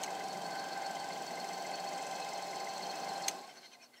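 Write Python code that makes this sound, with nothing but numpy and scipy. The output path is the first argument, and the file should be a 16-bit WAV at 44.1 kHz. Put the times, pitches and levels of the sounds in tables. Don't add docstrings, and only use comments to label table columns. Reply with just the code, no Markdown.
import sys
import numpy as np
from scipy import signal
from scipy.fft import rfft, irfft
from scipy.io import wavfile
from scipy.ndimage import uniform_filter1d

SR = 44100
rng = np.random.default_rng(int(sys.argv[2]) if len(sys.argv) > 2 else 0)


def digitize_waveform(pressure):
    field = np.atleast_2d(pressure).T
    bounded = np.clip(field, -1, 1)
    quanta = np.round(bounded * 32767).astype(np.int16)
    wavfile.write(sys.argv[1], SR, quanta)


def boost_factor(decibels):
    exponent = np.asarray(decibels, float) / 20
    return 10 ** exponent


N = 176400

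SHAFT_HZ = 22.39
OFF_S = 3.29


def unit(x):
    return x / np.sqrt(np.mean(x ** 2))


def noise():
    return rng.standard_normal(N)


def ring(x, hz, width_hz):
    b, a = signal.iirpeak(hz, hz / width_hz, fs=SR)
    return signal.lfilter(b, a, x) * np.sqrt(SR / (np.pi * width_hz))


def walk(rate):
    k = int(SR / rate)
    steps = np.repeat(rng.standard_normal(N // k + 1), k)
    return unit(uniform_filter1d(uniform_filter1d(steps, k), k)[:N])


def bump(t, centre, length):
    return np.exp(-.5 * ((t - centre) / length) ** 2)


def hiss(shape, flicker_db):
    f = np.maximum(np.arange(N // 2 + 1) * SR / N, 1)
    hz, db = np.transpose(shape)
    spec = rfft(noise()) * boost_factor(np.interp(np.log(f), np.log(hz), db))
    band = np.clip(2 * np.log2(f / 60), 0, 16)
    out = 0
    for b in range(17):
        share = np.clip(1 - abs(band - b), 0, 1)
        out = out + irfft(spec * share, N) * boost_factor(flicker_db * walk(8.99))
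    return unit(out)


def room_floor(t):
    # (frequency [Hz], level [dB per Hz])
    floor_colour = [(30, -34), (90, -9), (220, 1), (780, -1), (1200, -9), (7000, -13.5), (12500, -16.5),
                    (15700, -20)]
    mains_hz, mains_db = 241.3, -69.5
    return boost_factor(-66.5) * hiss(floor_colour, 0.32) + boost_factor(mains_db) * np.sin(2 * np.pi * mains_hz * t)


def motion(t):
    gain_hz_per_s, first_tick_s = .043, .1081
    coast_s, load_hold_s, load_release_s = .55, 0.026, 0.066
    speed = np.exp(-np.maximum(t - OFF_S, 0) / coast_s)
    turns = np.cumsum((SHAFT_HZ + gain_hz_per_s * (t - first_tick_s)) * speed) / SR
    load = np.exp(-np.maximum(t - OFF_S - load_hold_s, 0) / load_release_s)
    return speed, turns - turns[int(first_tick_s * SR)], load


def roar(speed, load):
    # (frequency [Hz], level [dB per Hz])
    roar_colour = [(60, -76), (150, -5.5), (500, -1), (760, 4.5), (1250, -14.5), (4500, -17), (8000, -18),
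                   (10000, -29)]
    # (frequency [Hz], width [Hz], level [dB])
    case_panels = [(181, 47, -58.5), (378.6, 10.7, -61.5), (599.8, 14, -57.5), (706, 104, -55.5),
                   (794, 26, -55), (1023, 23, -73), (1555, 58, -57.5), (2585, 38, -64.5), (4500, 130, -64),
                   (5195, 71, -63), (6064, 140, -64)]
    roar_db, flicker_db, coast_db, speed_power = -45.5, 1, -2, 2.68
    panels = 0
    for hz, width_hz, db in case_panels:
        panels = panels + boost_factor(db + 2.4 * walk(3.86)) * ring(noise(), hz, width_hz)
    gain = speed ** speed_power * (load + (1 - load) * boost_factor(coast_db))
    return gain * (boost_factor(roar_db) * hiss(roar_colour, flicker_db) + panels)


def gears(t, turns, load):
    tooth_counts = [8, 34, 35, 37, 44, 46, 56]
    tooth_levels = [-58, -51, -44, -51.5, -63, -55, -74.5]
    droop = .15
    rotor_hz, rotor_db = 685., -50.5
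    cut = int(OFF_S * SR)
    free = turns[cut] + (t - OFF_S) * (turns[cut] - turns[cut - 1]) * SR
    turns = np.where(t > OFF_S, free + droop * (turns - free), turns)

    def tone(cycles, db, slip_rad):
        level = boost_factor(db + 0.5 + 1 * walk(8.2))
        return level * np.sin(2 * np.pi * cycles + slip_rad * walk(10))

    out = tone(rotor_hz / SHAFT_HZ * turns, rotor_db, 0.86)
    for count, db in zip(tooth_counts, tooth_levels):
        out = out + tone(count * turns, db, 0.67)
    return load * out


def cam(t, speed, turns):
    # (frequency [Hz], width [Hz], level [dB], decay [s])
    tick_parts = [(6050, 870, -63, 0.0037), (7650, 650, -62.5, 0.0051), (5140, 850, -63, 0.0044),
                  (3850, 420, -74, 0.0024), (8770, 2500, -75, 0.0041), (11600, 6900, -74, 0.004)]
    tick_delays = [-.0045, -.0012, -.001, .0008, -.0005, 0]
    scatter_db, snap, speed_power = 1, 7, 4.2
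    times = np.interp(np.arange(np.ceil(turns[0]), turns[-1]), turns, t)
    out = 0
    for (hz, width_hz, db, decay), delay in zip(tick_parts, tick_delays):
        pulses = np.zeros(N)
        pulses[((times + delay) * SR).astype(int)] = boost_factor(scatter_db * rng.standard_normal(len(times)))
        rattle = signal.lfilter([1], [1, -np.exp(-1 / (decay * SR))], pulses) * noise()
        part = ring(ring(rattle + snap * pulses, hz, width_hz), hz, 2.0 * width_hz)
        out = out + boost_factor(db) * unit(part)
    return out * speed ** speed_power


def belt_rubs(t):
    # (centre [s], level [dB])
    post = [(0.081, -49), (0.214, -48), (0.291, -60), (0.355, -51), (0.494, -52.1), (0.561, -53.6),
            (0.625, -58), (0.693, -58), (0.766, -52), (0.833, -46), (0.898, -53), (0.972, -51.5),
            (1.038, -57), (1.107, -51.5), (1.168, -50.5), (1.243, -56), (1.309, -52), (1.38, -50.2),
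            (1.447, -54.3), (1.514, -48.5), (1.586, -58), (1.652, -49.5), (1.721, -52.7), (1.789, -56),
            (1.857, -56.5), (1.925, -55), (1.992, -51.5), (2.053, -57), (2.13, -50), (2.19, -52.5),
            (2.265, -53), (2.323, -52), (2.395, -56), (2.466, -56), (2.534, -49), (2.605, -53.7),
            (2.672, -53), (2.809, -53.5), (2.936, -57), (3.071, -54), (3.216, -55)]
    # (centre [s], level [dB])
    bracket = [(0.152, -58), (0.203, -58), (0.27, -62), (0.341, -58), (0.419, -58), (0.483, -61.2),
               (0.554, -56), (0.647, -58.6), (0.691, -60.5), (0.823, -60.1), (0.891, -59.8), (0.964, -55.5),
               (1.015, -60.1), (1.105, -60.0), (1.156, -58), (1.235, -60), (1.29, -61.5), (1.428, -58.5),
               (1.5, -63), (1.571, -65), (1.63, -61.1), (1.698, -60.0), (1.774, -55.6), (1.84, -59),
               (1.982, -60), (2.042, -62), (2.118, -60), (2.173, -54), (2.249, -64), (2.385, -59.5),
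               (2.582, -61), (2.73, -61), (2.793, -61.3), (2.854, -59), (2.923, -56), (2.99, -61.0),
               (3.129, -63), (3.202, -59)]
    # (centre [s], level [dB])
    guide = [(0.311, -50.5), (0.454, -51.5), (0.524, -51), (0.59, -51), (0.653, -57.3), (0.726, -52),
             (0.864, -50), (1.005, -56), (1.123, -54.9), (1.277, -54), (1.339, -57), (1.409, -50.5),
             (1.544, -54.7), (1.604, -56), (1.678, -55.4), (1.748, -51), (1.797, -55.6), (1.875, -53.3),
             (1.951, -55), (2.159, -55), (2.297, -55.4), (2.358, -59), (2.431, -60), (2.565, -52.8),
             (2.608, -54), (2.702, -54.5), (2.767, -51), (2.834, -51), (2.904, -52), (2.971, -57),
             (3.037, -54.5), (3.088, -52.5), (3.242, -51.5)]
    # (centre [s], level [dB])
    cover = [(0.312, -60), (0.588, -58), (0.725, -58), (0.865, -63), (1.122, -61), (1.339, -61),
             (1.409, -55), (1.478, -62), (1.686, -61), (1.747, -56), (1.869, -68), (1.955, -60),
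             (2.158, -58), (2.227, -50.5), (2.299, -56), (2.358, -53), (2.434, -58), (2.494, -58),
             (2.566, -54.1), (2.63, -54.7), (2.704, -56), (2.773, -51.9), (2.839, -55), (2.908, -49),
             (2.973, -58), (3.02, -55.1), (3.105, -54), (3.162, -49), (3.246, -52.2)]
    # (frequency [Hz], rub length [s], murmur level [dB])
    singing_modes = [(2080, 0.0046, -63), (3150, 0.0079, -67), (4410, 0.01, -63.5), (4185, 0.0077, -60.5)]
    width_hz, wander_rad, roughness, fade_s = 105, 1.75, 0.56, 0.082
    out = 0
    for rubs, (hz, length, db) in zip((post, bracket, guide, cover), singing_modes):
        gate = sum(boost_factor(peak) * bump(t, centre, length) for centre, peak in rubs)
        murmur = boost_factor(db) * np.exp(-np.maximum(t - OFF_S, 0) / fade_s)
        tone = np.sqrt(2) * np.sin(2 * np.pi * hz * t + wander_rad * walk(60))
        scrape = ring((roughness * gate + murmur) * noise(), hz, width_hz)
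        out = out + gate * tone + scrape
    return out


def passing_hums(t):
    # (frequency [Hz], level [dB], centre [s], length [s])
    humming = [(1060, -51, 3.37, 0.012), (1072, -55.5, 3.45, 0.025), (820, -51, 3.43, 0.023),
               (718, -60, 3.58, 0.032), (376, -56, 3.38, 0.027), (380, -63, 3.58, 0.043),
               (715, -64.5, 3.8, .03), (706, -66, 3.76, .03), (795, -63.5, 3.58, 0.031),
               (1050, -61, 4.8, 0.04), (1040, -68.5, 3.75, 0.036)]
    out = 0
    for hz, db, centre, length in humming:
        out = out + boost_factor(db) * bump(t, centre, length) * np.sin(2 * np.pi * hz * t + 1.6 * walk(25))
    return out


def coasting_squeaks(t):
    # (centre [s], length [s], frequency [Hz], level [dB])
    squeak_events = [(3.435, .008, 2090, -63), (3.508, 0.011, 3150, -56.5), (3.5, .008, 5450, -63),
                     (3.573, .014, 6100, -62), (3.582, 0.0072, 4410, -57), (3.637, .008, 2300, -64),
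                     (3.652, .012, 3150, -64), (3.657, .01, 2070, -61), (3.66, 0.018, 6100, -68),
                     (3.727, 0.0092, 3150, -61), (3.735, 0.01, 6100, -60), (3.737, 0.0073, 2480, -59),
                     (3.749, 0.011, 2050, -62), (3.804, 0.011, 2150, -67), (3.827, 0.019, 2480, -61),
                     (3.839, 0.013, 6100, -60.5), (3.838, 0.0086, 5450, -55), (3.827, .025, 4410, -74),
                     (3.943, 0.016, 2050, -64), (3.944, 0.0083, 4410, -66.5), (3.967, .014, 3150, -67),
                     (3.983, .012, 5450, -67), (3.99, 0.012, 1900, -61)]
    flutter_db, rough = 2.5, 0.96
    level_wander, phase_wander = rough * walk(150), rough * walk(90)
    out = 0
    for centre, length, hz, db in squeak_events:
        level = boost_factor(db + 1.5 + flutter_db * level_wander)
        out = out + level * bump(t, centre, length) * np.sin(2 * np.pi * hz * t + 2 * phase_wander)
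    return out


def coasting_scrapes(t):
    # (centre [s], length [s], low modes [dB], middle modes [dB], high modes [dB])
    slow_rubs = [
        (3.384, .03, -75, -54.5, -72),
        (3.436, 0.031, -61.5, -57, -74),
        (3.495, 0.049, -63, -62, -62),
        (3.568, 0.045, -60, -60.5, -60),
        (3.641, 0.061, -60, -61, -61),
        (3.733, 0.041, -62, -63, -61),
        (3.83, 0.05, -62, -72, -69),
        (3.945, 0.026, -66.5, -72, -73),
        (3.979, 0.037, -63.5, -80, -65),
    ]
    # (frequency [Hz], width [Hz], level [dB], lag [rub lengths])
    frame_modes = [
        [(717, 55, -8, 0.067), (1057, 28, -11, 0.055), (1530, 90, -3, 0.025), (2150, 260, -1.5, 0.086),
         (2940, 350, -6.5, -0.092)],
        [(4200, 170, 1, .2), (4410, 140, -8, 2.95)],
        [(5400, 500, -6.5, 0.087), (6100, 190, -12, 0), (8050, 900, -11, 0.0099)],
    ]
    scatter_db = 2.5
    out = 0
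    for group, modes in enumerate(frame_modes):
        for hz, width_hz, db, lag in modes:
            gate = 0
            for centre, length, *levels in slow_rubs:
                level = boost_factor(levels[group] + db + scatter_db * rng.standard_normal())
                gate = gate + level * bump(t, centre + lag * length, 0.4 * length)
            out = out + ring(gate * noise(), hz, width_hz)
    return out


def switch(t):
    # (time [s], level [dB], decay [s])
    contacts = [
        (.031, -41, 0.0042),
        (0.0354, -32, 0.0047),
        (0.044, -45, 0.0044),
        (3.279, -44, 0.004),
        (3.2819, -25.5, 0.0042),
        (3.2833, -26.5, 0.0018),
        (3.2845, -33, 0.0012),
        (3.289, -42, 0.0044),
        (3.299, -52, 0.0045),
    ]
    # (frequency [Hz], width [Hz], level [dB])
    switch_modes = [(2220, 450, -4), (3030, 290, -6), (4270, 520, 0.5), (5600, 310, -9), (6350, 520, 2.5),
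                    (8600, 930, -4.5), (12200, 920, -12), (15000, 1500, -18)]
    snap, thump_hz, thump_db = 7.3, 45., -52
    gate = 0
    for start, db, decay in contacts:
        gate = gate + boost_factor(db) * (t >= start) * np.exp(-np.maximum(t - start, 0) / decay)
    knocks = snap * np.maximum(np.diff(gate, prepend=0), 0)
    out = boost_factor(thump_db) * ring(gate, thump_hz, 37.0)
    for k, (hz, width_hz, db) in enumerate(switch_modes):
        sign = (-1) ** k
        out = out + boost_factor(db - 7.0) * sign * ring(gate * noise() + knocks, hz, width_hz)
    return out


def room_tail(t, hits):
    t60_s, room_db = 0.085, -13
    tail = rng.standard_normal(SR // 4) * boost_factor(-60 * t[:SR // 4] / t60_s)
    return boost_factor(room_db) * signal.fftconvolve(hits, tail / np.sqrt(np.sum(tail ** 2)))[:N]


def facing(t, x):
    # (time [s], treble [dB], panels [dB])
    swing = [
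        (0, -1.5, 1),
        (.9, -1.5, 0.5),
        (1.6, -1, 0.5),
        (2.0, 0, 1.5),
        (2.3, 0, 1.5),
        (2.8, -1, 1.5),
        (3.3, -1, 2),
        (4, 0, -3.5),
    ]
    times, treble_db, panel_db = np.transpose(swing)
    treble = boost_factor(np.interp(t, times, treble_db))
    panel = boost_factor(np.interp(t, times, panel_db))
    high = signal.sosfiltfilt(signal.butter(2, 3500., "high", fs=SR, output="sos"), x)
    low = signal.sosfiltfilt(signal.butter(2, 1250., "low", fs=SR, output="sos"), x)
    return low + panel * (x - low - high) + treble * high


def treble_dips(x):
    # (frequency [Hz], chance bias [spreads])
    dip_bias = [(8300, -3), (9600, -.6), (10300, -1), (12250, -.2), (12700, -.6), (13500, -.1),
                (14500, -.9), (15300, -.5)]
    dip_db, dip_bins, dip_frames = -22, 4, 5
    f, _, z = signal.stft(x, SR, nperseg=1024)
    field = rng.standard_normal(z.shape)
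    for _ in range(2):
        field = uniform_filter1d(field, dip_bins, axis=0)
        field = uniform_filter1d(field, dip_frames, axis=1)
    bias = np.interp(f, *np.transpose(dip_bias))[:, None]
    depth = np.clip(2 * (unit(field) + bias - .5), 0, 1)
    return signal.istft(z * boost_factor(dip_db * depth), SR, nperseg=1024)[1][:N]


def scene():
    t = np.arange(N) / SR
    speed, turns, load = motion(t)
    hits = cam(t, speed, turns) + belt_rubs(t) + switch(t)
    hits = hits + passing_hums(t) + coasting_squeaks(t) + coasting_scrapes(t)
    machine = roar(speed, load) + gears(t, turns, load) + hits + room_tail(t, hits)
    return treble_dips(facing(t, machine) + room_floor(t))[None]


def band_limit(x):
    return signal.sosfilt(signal.butter(12, 15740, fs=SR, output="sos"), x)


def record(dry):
    x = signal.sosfilt(signal.butter(1, 192, "high", fs=SR, output="sos"), dry)
    x = signal.sosfilt(signal.ellip(10, .3, 60, 15740, fs=SR, output="sos"), x)
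    return band_limit(x)


dry = scene()
out = record(dry)
digitize_waveform(out)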